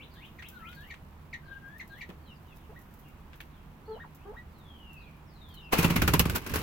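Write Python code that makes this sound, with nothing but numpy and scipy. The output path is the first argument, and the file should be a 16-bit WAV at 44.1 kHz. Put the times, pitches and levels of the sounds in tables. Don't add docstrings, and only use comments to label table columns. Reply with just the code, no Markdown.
import sys
import numpy as np
from scipy import signal
from scipy.fft import rfft, irfft, next_fast_len
from scipy.io import wavfile

SR = 44100
rng = np.random.default_rng(int(sys.argv[2]) if len(sys.argv) > 2 else 0)


def master(y):
    cut = np.clip(np.atleast_2d(y).T, -1, 1)
    pcm = np.round(cut * 32767)
    wavfile.write(sys.argv[1], SR, pcm.astype(np.int16))


N = 291942
TIME = np.arange(N) / SR
PROGRESS = np.linspace(0, 1, 60)
TAKEOFF_S = 5.72

# (frequency [Hz], level [dB])
SLAP_SPECTRUM = [(110, -1.5), (240, 1), (410, 3.5), (650, -6.5), (1050, -0.5), (1450, -4.5), (1850, -5.5),
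                 (2650, -3.5), (3500, -12.5), (6000, -20), (16000, -33)]
# (frequency [Hz], level [dB])
HISS_SPECTRUM = [(1500, -31), (3500, -0.5), (5500, -0.5), (9000, -5), (12000, 2.5), (16000, -0.5)]


def from_db(db):
    return 10 ** (np.asarray(db) / 20)


def rms_one(x):
    return x / np.sqrt(np.mean(x ** 2) + 1e-20)


def in_time(rows, t=TIME):
    s, *columns = np.transpose(rows)
    return [np.interp(t, s, c) for c in columns]


def at_hz(points, hz):
    f, value = np.transpose(points)
    return np.interp(np.log(hz + 1), np.log(f), value)


def drift(rate, size=N):
    knots = rng.standard_normal(size // 8 + 2)
    return np.interp(np.arange(size) * rate / SR, np.arange(len(knots)), knots)


def noise(spectrum):
    # (frequency [Hz], correlation [0 to 1])
    likeness = [(100, 0.91), (250, 0.77), (500, 0.61), (1000, 0.32), (2000, 0.042), (16000, 0.011)]
    size = next_fast_len(N, True)
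    hz = np.arange(size // 2 + 1) * SR / size
    mid, side = rfft(rng.standard_normal((2, size)))
    alike = at_hz(likeness, hz)
    both = np.sqrt(1 + alike) * mid + np.sqrt(1 - alike) * side * [[1], [-1]]
    return rms_one(irfft(both * from_db(at_hz(spectrum, hz)), size)[:, :N])


def grains(spectrum, rough_db, rate):
    return rms_one(noise(spectrum) * from_db(rough_db * np.clip(drift(rate), -2, 2)))


def bursts(starts, rises, levels_db, t60, tail_db, tail_t60):
    power = np.zeros(N)
    for s, rise, db in np.broadcast(starts, rises, levels_db):
        at = int(s * SR)
        t = TIME[:min(SR // 3, N - at)]
        after = np.maximum(t - rise, 0)
        fall = from_db(-60 * after / t60) + from_db(tail_db - 60 * after / tail_t60)
        power[at:at + len(t)] += (from_db(db) * np.minimum(t / rise, 1) * fall) ** 2
    return np.sqrt(power)


def ring(x, hz, t60):
    r, w = from_db(-60 / (t60 * SR)), 2 * np.pi * hz / SR
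    return signal.lfilter([0, np.sin(w)], [1, -2 * r * np.cos(w), r * r], x + 1e-18)


def pan(left_db):
    return from_db([[left_db / 2], [-left_db / 2]])


def outdoor_rumble():
    # (frequency [Hz], level [dB])
    spectrum = [(15, -29), (30, -7.5), (60, -1.5), (100, -7.5), (130, -5), (240, -9), (400, -16.5),
                (600, -19), (980, -15.5), (1700, -24), (3000, -30.5), (5300, -41.5), (9200, -44.5),
                (14700, -38)]
    # (frequency [Hz], level [dB], t60 [s])
    modes = [(37.6, -10, 0.31), (76, -4, 0.19), (152.2, -7.5, 0.2), (214.8, -14, .16), (331.7, -22, 0.18)]
    swellings = sum(from_db(db) * rms_one(ring(rng.standard_normal(N), hz, t60)) for hz, db, t60 in modes)
    return from_db(-50.6) * (from_db(-3) * noise(spectrum) + from_db(-1) * swellings) * pan(-2.2)


def pen(x, diffuse_db, t60):
    # (delay [s], level [dB])
    walls = [
        [(.0043, -6.5), (.0117, -3), (.0205, -8)],
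        [(.0061, -6.5), (.0139, -7), (.0242, -10.5)],
    ]
    t = TIME[:SR // 3]
    response = rng.standard_normal((2, len(t))) * from_db(-60 * t / t60) * (t > .005)
    response *= from_db(diffuse_db) / np.sqrt(np.sum(response ** 2, axis=1, keepdims=True))
    response[:, 0] += 1
    for side, echoes in zip(response, walls):
        for delay, db in echoes:
            side[int(delay * SR)] += from_db(db)
    return signal.fftconvolve(x[None], response, axes=1)[:, :N]


def gravel(faint_count=22):
    # (time [s], level [dB])
    flicks = [(0.1376, -53), (0.4845, -40), (0.6858, -54), (0.7467, -50), (0.8056, -52), (0.8719, -54.5),
              (1.7814, -49), (1.8746, -52.5), (1.9789, -51), (2.0896, -53), (2.5591, -56), (2.811, -54),
              (2.9891, -51), (3.0834, -56), (3.355, -53), (3.404, -47), (4.146, -49), (4.582, -56.5),
              (4.9297, -50), (5.4864, -54), (5.5393, -48)]
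    # (time [s], level [dB])
    shuffle = [(0, -75), (.3, -70), (.5, -66), (.9, -68.5), (1.05, -81.5), (3, -69), (3.6, -86), (5.7, -80)]
    # (frequency [Hz], level [dB])
    spectrum = [(1500, -12), (4000, -12), (6000, -4), (9000, -10), (12500, 2.5), (16000, 1.5)]
    when, strength = rng.random((faint_count, 2)).T
    faint_s = when * TAKEOFF_S
    faint_db = in_time(shuffle, faint_s)[0] + 7 + 4 * strength
    clear = [(s, db - 7.5) for s, db in flicks]
    s, db = np.vstack([clear, np.c_[faint_s, faint_db]]).T
    grit = bursts(s, .0025, db, t60=.054, tail_db=-5, tail_t60=.25)
    grit = grit * grains(spectrum, rough_db=3.5, rate=930)
    shuffling = from_db(in_time(shuffle)[0]) * grains(spectrum, rough_db=1, rate=100)
    return (grit + shuffling) * pan(-.4)


def pebbles():
    # (time [s], level [dB])
    strikes = [(.422, -43.5), (.726, -50), (0.939, -47.5), (2.09, -51.5), (2.1, -52.5), (3.331, -51),
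               (3.346, -58), (3.403, -43)]
    # (frequency [Hz], level [dB])
    spectrum = [(500, -22), (1200, -3), (1700, 5), (3200, 1.5), (5000, -12.5), (9000, -21), (16000, -38)]
    s, db = np.transpose(strikes)
    envelope = bursts(s, .0012, db, t60=.05, tail_db=-12, tail_t60=.22)
    return envelope * grains(spectrum, rough_db=4, rate=800)


def board_knock():
    # (time [s], level [dB])
    knocks = [(2.09, -45.5)]
    s, db = np.transpose(knocks)
    board = noise([(70, -17), (155, -1), (350, -5), (900, -13.5), (2000, -24), (6000, -47)])
    return bursts(s, .004, db, t60=.19, tail_db=-12, tail_t60=.3) * board


def draught():
    # (time [s], draught [dB], rustle [dB])
    flight = [(5.705, -93, -69), (5.725, -38, -33.5), (5.8, -33.5, -30.5), (5.98, -24.5, -40.5),
              (6.17, -27, -42.5), (6.36, -29.5, -42), (6.41, -42, -49), (6.55, -30.5, -40.5),
              (6.62, -38.5, -38)]
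    # (frequency [Hz], level [dB])
    spectrum = [(25, -15), (40, -6.5), (85, 2.5), (120, -5.5), (170, -8), (300, -14.5), (600, -39),
                (2000, -57)]
    air_db, rustle_db = in_time(flight)
    air = from_db(air_db - 3) * noise(spectrum)
    plumage = grains(SLAP_SPECTRUM, rough_db=1.5, rate=370)
    plumage += from_db(-8.5) * grains(HISS_SPECTRUM, rough_db=6, rate=400)
    return air * pan(-3) + from_db(rustle_db + .5) * plumage * pan(.85)


def wing_strokes(beat_s=.0592, flutter_hollow_hz=1495):
    # (air push [dB], slap [dB], hiss [dB], hollow under the wing [Hz])
    beats = [(-27.5, -21, -28.5, 820), (-14.5, -25, -26, 2450), (-13, -25, -30, 2680),
             (-17.5, -29.5, -32, 2260), (-20.5, -23.5, -28, 2100), (-22, -23, -28.5, 1460),
             (-23.5, -22, -25, 1410), (-16.5, -19.5, -23, 980), (-20.5, -22, -20.5, 2940),
             (-22.5, -33, -36.5, 1110)]
    # (time [s], rise [s], level [dB])
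    flutters = [(5.826, .0046, -28), (6.296, 0.0023, -33), (6.345, 0.016, -28.5), (6.462, .004, -38),
                (6.492, 0.0056, -40), (6.536, .004, -31), (6.555, 0.0029, -28.5)]
    starts = TAKEOFF_S + beat_s * np.arange(len(beats))
    rises = np.geomspace(.0145, .0022, len(beats))
    loose = [(s, rise, db - 8.5, db, db - .5, flutter_hollow_hz) for s, rise, db in flutters]
    return np.vstack([np.c_[starts, rises, beats], loose])


def wings():
    # (frequency [Hz], level [dB], t60 [s])
    modes = [(82, -14, 0.14), (131, -3.5, 0.065), (167, -1, 0.17), (230, -5.5, 0.079), (298, -6.5, 0.077),
             (358, -6.5, 0.075), (434, -14.5, .06)]
    starts, rises, push_db, slap_db, hiss_db, hollow_hz = wing_strokes().T
    slap = bursts(starts, rises, slap_db, t60=.1, tail_db=-19.5, tail_t60=.18)
    slap = slap * grains(SLAP_SPECTRUM, rough_db=2.4, rate=700)
    pushes = np.zeros(N)
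    for start, rise, shove_db, db, hz in zip(starts, rises, push_db, slap_db, hollow_hz):
        at = int(start * SR)
        t = TIME[:min(SR // 8, N - at)]
        hollow = rms_one(ring(rng.standard_normal((2, len(t))), hz, t60=.015))
        envelope = np.minimum(t / rise, 1) * from_db(db - 4.5 - 60 * np.maximum(t - rise, 0) / .1)
        slap[:, at:at + len(t)] += hollow * envelope
        shove = np.exp(-.5 * ((t - .29 * rise) / (.064 * rise)) ** 2)
        pushes[at:at + len(t)] -= from_db(shove_db) * shove / shove.sum()
    boom = sum((-1) ** k * from_db(db) * ring(pushes, hz, t60) for k, (hz, db, t60) in enumerate(modes))
    hiss = bursts(starts, rises, hiss_db, t60=.08, tail_db=-22, tail_t60=.11)
    hiss = hiss * grains(HISS_SPECTRUM, rough_db=3, rate=1500)
    crack = bursts(starts=[6.1935], rises=.001, levels_db=-13.5, t60=.02, tail_db=-25, tail_t60=.06)
    hiss += crack * grains(HISS_SPECTRUM, rough_db=4, rate=1500)
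    return boom * pan(-3) + slap * pan(.85) + hiss * pan(-1.1)


def syrinx(calls, overtone_db, jitter, flutter_db, edge_s=.004):
    out = np.zeros(N)
    for call in calls:
        start, end = call[0][0] - edge_s, call[-1][0] + edge_s
        span = slice(max(int(start * SR), 0), int(end * SR))
        t = TIME[span]
        hz, db, *own_step = in_time(call, t)
        step_db = own_step[0] if own_step else overtone_db
        hz = hz * (1 + jitter * drift(350, size=SR)[:len(t)])
        phase = 2 * np.pi * np.cumsum(hz) / SR
        gate = np.sin(np.pi / 2 * np.clip(np.minimum(t - start, end - t) / (2 * edge_s), 0, 1))
        tone = sum(from_db(step_db * (k - 1)) * np.sin(k * phase) * (hz * k < SR / 2) for k in range(1, 5))
        out[span] += np.sqrt(2) * tone * gate * from_db(db + flutter_db * drift(88.2, size=SR)[:len(t)])
    return out


def swell(peak_at, rise_db, fall_db):
    return np.interp(PROGRESS, [0, peak_at, 1], [-rise_db, 0, -fall_db])


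def throat(hz, db_per_octave, resonance_hz=2600):
    return -db_per_octave * np.abs(np.log2(hz / resonance_hz))


def cheeps():
    # (time [s], length [s], starting pitch [Hz], level [dB])
    notes = [(0.106, .11, 4680, -57), (.54, 0.073, 4200, -61), (0.738, .11, 4600, -58),
             (1.45, 0.096, 4600, -60.5), (1.891, .1, 4410, -60), (2.56, .1, 4010, -67),
             (3.029, .06, 3490, -61.5), (3.501, .11, 4200, -69.5), (4.974, .11, 4670, -63.5)]
    calls = [[(s, hz, db - 3.5), (s + length / 2, .78 * hz, db - 1.5), (s + length, .6 * hz, db)]
             for s, length, hz, db in notes]
    voice = syrinx(calls, overtone_db=-34, jitter=.06, flutter_db=3.5)
    return pen(voice, diffuse_db=7.5, t60=.4) * pan(1) * from_db(-11)


def twitters(octaves_per_s=4.5, scoop_s=.018):
    # (time [s], length [s], pitch [Hz], scoop from below [Hz], level [dB])
    notes = [(2.185, .122, 5300, 1300, -62.5), (2.255, .072, 3380, -4, -53), (2.31, .055, 5580, 0, -68),
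             (2.449, .085, 4170, 0, -65), (2.455, .09, 3240, 0, -59), (3.855, .094, 5200, 1100, -59),
             (3.912, .062, 3480, 0, -55), (5.5, .1, 4900, 0, -57), (5.617, .04, 5480, 0, -65)]
    calls = []
    for s, length, top_hz, scoop_hz, db in notes:
        t = length * PROGRESS
        hz = top_hz * 2 ** (-octaves_per_s * t) - scoop_hz * np.exp(-t / scoop_s)
        calls.append(np.c_[s + t, hz, db + swell(.75, rise_db=15, fall_db=3)])
    voice = syrinx(calls, overtone_db=-32, jitter=.013, flutter_db=3)
    return pen(voice, diffuse_db=0, t60=.18) * pan(2) * from_db(-7.5)


def whistles(plunge_s=.075):
    # (time [s], length [s], plunge [Hz], sinking from [Hz], to [Hz], level [dB])
    notes = [(4.482, .615, 2005, 3640, 2318, -52.5), (5.264, .435, 1600, 4030, 2540, -50.5)]
    calls = []
    for s, length, plunge_hz, from_hz, to_hz, db in notes:
        t = length * PROGRESS
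        hz = from_hz + (to_hz - from_hz) * PROGRESS + plunge_hz * np.exp(-t / plunge_s)
        level_db = db + throat(hz, db_per_octave=17.5) + swell(.3, rise_db=6, fall_db=4)
        calls.append(np.c_[s + t, hz, level_db])
    voice = syrinx(calls, overtone_db=-38, jitter=.017, flutter_db=4.2)
    return pen(voice, diffuse_db=3, t60=.53) * pan(2.2) * from_db(-8.5)


def upsweeps():
    # (time [s], length [s], first pitch [Hz], last pitch [Hz], level [dB])
    notes = [(-.06, .1, 1550, 3950, -46), (0.143, .12, 1594, 3675, -49), (0.391, 0.079, 1615, 3760, -48),
             (0.596, 0.1, 1670, 3780, -48), (4.177, .065, 2330, 3220, -63.5),
             (5.478, 0.021, 3710, 4550, -58)]
    calls = []
    for s, length, first_hz, last_hz, db in notes:
        hz = first_hz + (last_hz - first_hz) * PROGRESS ** 2.2
        calls.append(np.c_[s + length * PROGRESS, hz, db + throat(hz, db_per_octave=18)])
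    voice = syrinx(calls, overtone_db=-34, jitter=.045, flutter_db=-2)
    return pen(voice, diffuse_db=1, t60=.33) * pan(3.3) * from_db(-5)


def whines():
    # (time [s], length [s], first pitch [Hz], last pitch [Hz], sag [Hz], level [dB])
    notes = [(0.523, .21, 1538, 1430, 213.5, -51), (0.762, .135, 1600, 2435, -59, -53.5),
             (1.432, 0.14, 1570, 1600, -20, -49), (1.614, 0.17, 1598, 1900, -25, -50.5),
             (1.899, 0.094, 1598, 2180, 0, -51.5)]
    calls = []
    for s, length, first_hz, last_hz, sag_hz, db in notes:
        hz = first_hz + (last_hz - first_hz) * PROGRESS ** 2.9 - sag_hz * np.sin(np.pi * PROGRESS) ** 2
        calls.append(np.c_[s + length * PROGRESS, hz, db + swell(.5, rise_db=2.5, fall_db=4.5)])
    voice = syrinx(calls, overtone_db=-23, jitter=.014, flutter_db=3.5)
    return pen(voice, diffuse_db=2, t60=.12) * pan(4) * from_db(-6.5)


def clucks(break_hz=443, leap_s=.055, squeak_s=.024, end_s=.025):
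    # (time [s], hold [s], pitch [Hz], level [dB], squeak [Hz], squeak [dB], end [Hz], end [dB])
    notes = [(2.693, 0.016, 407, -50, 2030, -56, 1740, -64),
             (3.881, .069, 436.4, -41, 1892, -45.5, 793, -47),
             (4.255, .06, 380.3, -45.5, 1960, -50, 1880, -61)]
    reediness = [(400, -6.5), (520, -14), (900, -16), (1900, -20)]   # (pitch [Hz], overtone step [dB])
    calls = []
    for s, hold, first_hz, db, squeak_hz, squeak_db, end_hz, end_db in notes:
        low_db = db + swell(.68, rise_db=2.5, fall_db=3.5)
        low = np.c_[s + hold * PROGRESS, first_hz + (break_hz - first_hz) * PROGRESS, low_db]
        leap_hz = break_hz * (.96 * squeak_hz / break_hz) ** PROGRESS
        dip_db = [low_db[-1], db - 9, db - 6.5, squeak_db - 14, squeak_db]
        leap_db = np.interp(PROGRESS, [0, .15, .4, .75, 1], dip_db)
        leap = np.c_[s + hold + leap_s * PROGRESS, leap_hz, leap_db]
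        top_s = s + hold + leap_s + squeak_s
        squeak = [(top_s, squeak_hz, squeak_db - 4),
                  (top_s + end_s / 2, squeak_hz + .7 * (end_hz - squeak_hz), end_db - 2),
                  (top_s + end_s, end_hz, end_db)]
        rows = np.vstack([low, leap, squeak])
        calls.append(np.c_[rows, at_hz(reediness, rows[:, 1])])
    voice = syrinx(calls, overtone_db=None, jitter=.025, flutter_db=3)
    return pen(voice, diffuse_db=-6, t60=.15) * pan(-.46) * from_db(-2)


def chips():
    # (time [s], level [dB], final pitch [Hz])
    notes = [(.385, -44, 1723), (.9, -39, 1896), (1.329, -37, 1842), (1.796, -39.5, 1872),
             (2.008, -38.5, 1906)]
    # (frequency [Hz], level [dB])
    rasp_spectrum = [(1500, -25), (2400, 4), (3200, -2), (3900, 1), (5100, -24), (5800, -5.5), (6600, -10),
                     (7400, -15), (9000, -25)]
    calls = [[(s, 1.42 * hz, db - 12), (s + .00507, 1.17 * hz, db),
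              (s + .0118, 1.03 * hz, db - 3), (s + .026, hz, db - 12)] for s, db, hz in notes]
    voice = syrinx(calls, overtone_db=-18, jitter=.055, flutter_db=2, edge_s=.002)
    s, db, _ = np.transpose(notes)
    rasp = bursts(s + .0033, .0069, db - 15, t60=.12, tail_db=-10.5, tail_t60=.19)
    rasp = rasp * grains(rasp_spectrum, rough_db=-2, rate=890)
    return pen(voice, diffuse_db=-2, t60=.16) * pan(1.5) * from_db(-3) + rasp


def scene():
    rumble = outdoor_rumble()
    feet = gravel() + pebbles() + board_knock()
    flight = draught() + wings()
    other_birds = cheeps() + twitters() + whistles() + upsweeps()
    near_birds = whines() + clucks() + chips()
    return rumble + feet + flight + other_birds + near_birds


def record(dry):
    cutoff_hz = 16100
    return signal.sosfilt(signal.ellip(10, .2, 70, cutoff_hz, fs=SR, output="sos"), dry)


dry = scene()
out = record(dry)
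master(out)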